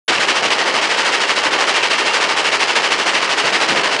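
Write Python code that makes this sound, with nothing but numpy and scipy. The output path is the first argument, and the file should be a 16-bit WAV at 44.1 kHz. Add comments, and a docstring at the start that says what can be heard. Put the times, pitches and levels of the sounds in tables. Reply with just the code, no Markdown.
"""A vibrating screen sorts crushed stone and asphalt outdoors; close, mono, 4 s.
It cuts in already running: a diesel engine drones, heavy lumps thud, and the steel deck throws its load
about 13 times a second, each stroke a burst of stone contacts that ring the mesh and side plates.
Single stones crack and chips snap throughout. Big pieces clang on the side plate at 0.3 s and from
1.7 to 2.5 s. More lumps land from 3.4 s."""
import sys
import numpy as np
from scipy import signal
from scipy.fft import rfft, irfft, next_fast_len
from scipy.io import wavfile
from scipy.ndimage import uniform_filter1d, minimum_filter1d, map_coordinates

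SR = 44100
rng = np.random.default_rng(int(sys.argv[2]) if len(sys.argv) > 2 else 0)


def generate_wav(signal):
    """Clip the signal to [-1, 1] and save it as 16-bit WAV at the path in sys.argv[1]."""
    frames = np.transpose(np.atleast_2d(signal))
    scaled = np.clip(frames, -1, 1) * 32767
    pcm = np.round(scaled).astype(np.int16)
    wavfile.write(sys.argv[1], SR, pcm)


N = 176400

STROKE_HZ, FIRST_STROKE_S = 12.915, .036
RISE_S, HOLD_S, FALL_DB_PER_S, FLOOR_DB = .016, .021, 210.5, -14.5
STROKE_SCATTER_S, STROKE_SCATTER_DB, SLAM_WIDTH_S = .001, .3, .012
RUMBLE_DB, RUMBLE_EXPONENT = -24, .11
LUMP_GAIN_DB, LUMP_ATTACK_S, LUMP_T60_S = 6, .0092, .23
STEEL_DB, GRIT_DB, STONE_DB = -26, -20.5, -18
MODE_HITS_PER_S, GRIT_PER_S, STONES_PER_S = 400, 7000, 1100  # at unit force
GRIT_EXPONENT, GRIT_DRIFT_DB = 1.5, 1.1
START_S, FADE_S, CEILING, LIMITER_S = .079, .0035, .7, .006
LOW_CUT_HZ, TOP_HZ = 83, 10150

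# frame rumble: f/Hz, level/dB
RUMBLE_SPECTRUM = [(25, -52), (80, -50.5), (120, -13), (200, -9), (340, 2.5), (550, 5.5), (900, 3),
                   (2000, 0.5), (6000, -56.5)]
# engine and drive tones: f/Hz, level/dB
ENGINE_TONES = [(118, -55.5), (155, -55.5), (197, -49.5), (403.7, -38.5)]
# lumps landing on the deck: t/s, relative level/dB
LUMP_HITS = [(0.083, -26), (.177, -29), (0.406, -27.5), (.445, -27), (0.746, -28.5), (3.433, -25),
             (3.515, -29), (3.691, -21.5), (3.714, -22.5), (3.764, -22), (3.94, -27.5)]
# lump thud: f/Hz, level/dB
LUMP_SPECTRUM = [(50, -37), (90, -24), (130, -4), (210, 0), (380, 1), (700, 4), (1300, -24), (4000, -60)]
# big pieces hitting the side plate: t/s, level/dB
PLATE_HITS = [(0.286, -25), (1.745, -20.5), (1.815, -25), (1.985, -20.5), (2.08, -23), (2.461, -25)]
# side plate modes: f/Hz, level/dB, t60/s
PLATE_MODES = [(941, -2.5, .22), (936, -7, .22), (1820, -7, .18), (1820, -6, .18), (2365, -5, 0.34),
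               (2640, -6.5, .22), (2772, 1, .3)]
# hard single stones: t/s, relative level/dB
STONE_HITS = [(.184, 5), (.442, -2), (.505, 10), (.741, -4), (1.055, -5), (1.438, -1), (1.534, -5),
              (1.74, 5), (1.986, -2), (2.294, 0), (2.596, -9), (2.705, -3), (3.064, 0), (3.837, -4)]
# chips on bare steel: t/s, relative level/dB
SNAP_HITS = [(0.4424, -12), (1.5344, -11), (1.6844, -16), (1.7644, -11), (1.9869, -10), (2.1454, -10),
             (2.7054, -16), (2.9244, -14), (3.0814, -13), (3.3974, -16)]
# chip snap: f/Hz, level/dB
SNAP_SPECTRUM = [(500, -31), (2500, -6), (5000, 0), (10000, -2.5)]
# mesh and side plate modes: f/Hz, relative level/dB, t60/s
STEEL_MODES = [(334.8, -7.5, 0.38), (460, -5, 0.34), (899, -2, .15), (963, -3.5, 0.16), (1136, -3.5, .1),
               (1231, 0, .1), (1526, -4, .12), (1870, 0.5, 0.15), (2090, -9, 0.11), (2406, -10, 0.16),
               (2767, 1.5, 0.096), (2988, 4, 0.041), (3285, -3.5, 0.13), (3985, -3.5, 0.22),
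               (4420, -2.5, 0.17), (4950, -4.5, 0.16)]
# fine chips: f/Hz, level/dB
GRIT_SPECTRUM = [(200, -36.5), (700, -10.5), (1500, 6), (2900, 0), (3500, 1), (5000, -4), (7000, -9.5),
                 (10000, -18.5)]
# stone contacts: f/Hz, level/dB
STONE_SPECTRUM = [(60, -47), (120, -31.5), (200, -15.5), (330, -5.5), (500, -4), (780, -1.5), (900, 1.5),
                  (1400, -4.5), (2800, 0.5), (3600, -9.5), (5200, -9), (7000, -19), (10000, -30.5)]
# batches of stone landing together: t/s, relative strength
SLAMS = [(0.093, 2), (.292, .8), (1.065, .7), (1.138, .9), (1.45, .9), (1.767, 1), (2.152, 1), (2.226, .7),
         (2.38, .7), (2.768, 1.1), (2.927, 1), (3.08, 0.31), (3.39, .7), (3.701, 0.86)]


def amp(db):
    """Decibels to gain."""
    return 10 ** (np.asarray(db) / 20)


def unit(x):
    """Scale to rms 1."""
    return x / np.sqrt(np.mean(x ** 2) + 1e-20)


def wobble(knots_per_s):
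    """Smooth random curve."""
    knots = rng.standard_normal(int(N * knots_per_s / SR) + 4)
    return map_coordinates(knots, [np.arange(N) * knots_per_s / SR])


def colour(x, spectrum, size=4096):
    """Minimum-phase filter of unit energy through f/Hz, level/dB points."""
    hz, db = np.transpose(spectrum)
    gain = amp(np.interp(np.log(np.fft.rfftfreq(size, 1 / SR) + 1), np.log(hz), db))
    cepstrum = irfft(np.log(gain))
    cepstrum[1:size // 2] *= 2
    cepstrum[size // 2 + 1:] = 0
    response = irfft(np.exp(rfft(cepstrum)))
    return signal.fftconvolve(x, response / np.linalg.norm(response))[:N]


def clack(t60_s, ring_db):
    """One contact: a crack and a short ring of random colour."""
    t = np.arange(SR // 10) / SR
    ring = rng.standard_normal(len(t)) * amp(-60 * t / t60_s)
    ring *= amp(ring_db) / np.linalg.norm(ring)
    ring[0] += 1  # crack
    return ring / np.linalg.norm(ring)


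def contacts(force, per_s, spread_db):
    """Random impacts, denser and harder with force."""
    happens = rng.random(N) < force * per_s / SR
    sizes = amp(spread_db * np.clip(rng.standard_normal(N), -2, 2))
    return happens * sizes * rng.choice([-1, 1], N) * np.sqrt(force)


def machine(force):
    """Frame rumble, weakly following the strokes, plus unsteady engine tones."""
    t, tones = np.arange(N) / SR, np.zeros(N)
    rumble = unit(colour(rng.standard_normal(N), RUMBLE_SPECTRUM))
    rumble *= force ** RUMBLE_EXPONENT * amp(RUMBLE_DB + 1.4 * wobble(5.97))
    for hz, db in ENGINE_TONES:
        peak = np.sqrt(2) * amp(db + 2 * wobble(7))
        tones += peak * np.sin(2 * np.pi * hz * t + 1.08 * wobble(14))
    return rumble + tones


def lumps():
    """Heavy pieces land with a dull, quickly damped boom."""
    t, power = np.arange(N) / SR, np.zeros(N)
    for start_s, db in LUMP_HITS:
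        age_s = np.maximum(t - start_s, 0)
        attack = 1 - np.exp(-age_s / LUMP_ATTACK_S)
        power += (attack * amp(db - 60 * age_s / LUMP_T60_S)) ** 2
    boom = unit(colour(rng.standard_normal(N), LUMP_SPECTRUM))
    return amp(LUMP_GAIN_DB) * np.sqrt(power) * boom


def clangs():
    """Big pieces ring the side plate."""
    out, t = np.zeros(N + SR), np.arange(SR // 2) / SR
    for start_s, hit_db in PLATE_HITS:
        for hz, mode_db, t60_s in PLATE_MODES:
            decay = amp(hit_db + mode_db + rng.normal(0, 2.3) - 60 * t / t60_s)
            out[round(start_s * SR):][:len(t)] += decay * np.sin(2 * np.pi * (hz * t + rng.random()))
    return out[:N]


def strikes(hits, spectrum, t60_s):
    """Single hard contacts above the rattle."""
    out = np.zeros(N + SR)
    for start_s, db in hits:
        hit = clack(t60_s, ring_db=9)
        out[round(start_s * SR):][:len(hit)] += amp(db) * hit
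    return colour(out[:N], spectrum)


def steel(force):
    """Landing stones ring each deck mode."""
    t, rings = np.arange(SR // 3) / SR, np.zeros(N)
    for hz, db, t60_s in STEEL_MODES:
        hits = contacts(force, MODE_HITS_PER_S, spread_db=5.5)
        mode = np.sin(2 * np.pi * hz * t) * amp(-60 * t / t60_s)
        rings += amp(db) * unit(signal.fftconvolve(hits, mode)[:N])
    return amp(STEEL_DB) * unit(rings)


def grit(force):
    """Fine chips crunch on the mesh at each stroke's peak."""
    drift = amp(GRIT_DRIFT_DB * wobble(9.2))
    hits = contacts(force ** GRIT_EXPONENT, GRIT_PER_S, spread_db=7)
    return amp(GRIT_DB) * unit(colour(drift * hits, GRIT_SPECTRUM))


def stones(force, count=24):
    """Many stones, each clacking with its own colour."""
    pile = np.zeros(N)
    for _ in range(count):
        hits = contacts(force, STONES_PER_S / count, spread_db=4)
        pile += signal.fftconvolve(hits, clack(t60_s=.029, ring_db=4.5))[:N]
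    return amp(STONE_DB) * unit(colour(pile, STONE_SPECTRUM))


def strokes():
    """Force of the load on the deck: rise, hold and fall per shaft turn, plus slams."""
    t, power = np.arange(N) / SR, np.zeros(N)
    count = int(N / SR * STROKE_HZ) + 1
    for k, (late, hard) in enumerate(rng.standard_normal((count, 2))):
        age_s = t - FIRST_STROKE_S - k / STROKE_HZ - STROKE_SCATTER_S * late
        active = (age_s > 0) & (age_s < 2 / STROKE_HZ)
        rise = np.minimum(age_s[active] / RISE_S, 1)
        fall_db = FALL_DB_PER_S * np.maximum(age_s[active] - RISE_S - HOLD_S, 0)
        power[active] += rise * amp(STROKE_SCATTER_DB * hard - fall_db) ** 2
    power += amp(FLOOR_DB) ** 2
    power /= power.mean()
    for centre_s, strength in SLAMS:
        power += 2 * strength ** 2 * np.exp(-((t - centre_s) / SLAM_WIDTH_S) ** 2)
    return np.sqrt(power)


def scene():
    """One force drives stones, grit, steel and rumble; single hits are timed separately."""
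    force = strokes()
    cracks = strikes(STONE_HITS, STONE_SPECTRUM, t60_s=.02)
    snaps = strikes(SNAP_HITS, SNAP_SPECTRUM, t60_s=.005)
    rattle = stones(force) + grit(force) + steel(force)
    mix = rattle + cracks + snaps + clangs() + lumps() + machine(force)
    return np.array([mix, mix])


def record(dry):
    """Cut-in, peak limiter, low cut, steep band limit."""
    x = dry * np.clip((np.arange(N) / SR - START_S) / FADE_S, 0, 1)
    span = int(LIMITER_S * SR)
    needed_gain = CEILING / np.maximum(np.abs(x), CEILING)
    held_gain = minimum_filter1d(needed_gain, 2 * span)
    x *= uniform_filter1d(uniform_filter1d(held_gain, span), span)
    x = signal.sosfilt(signal.butter(1, LOW_CUT_HZ, "highpass", fs=SR, output="sos"), x)
    size = next_fast_len(N + SR // 2)
    passband = np.clip((TOP_HZ - np.fft.rfftfreq(size, 1 / SR)) / 100 + .5, 0, 1)  # 100 Hz edge
    return irfft(rfft(x, size) * passband, size)[:, :N]


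dry = scene()
out = record(dry)
generate_wav(out)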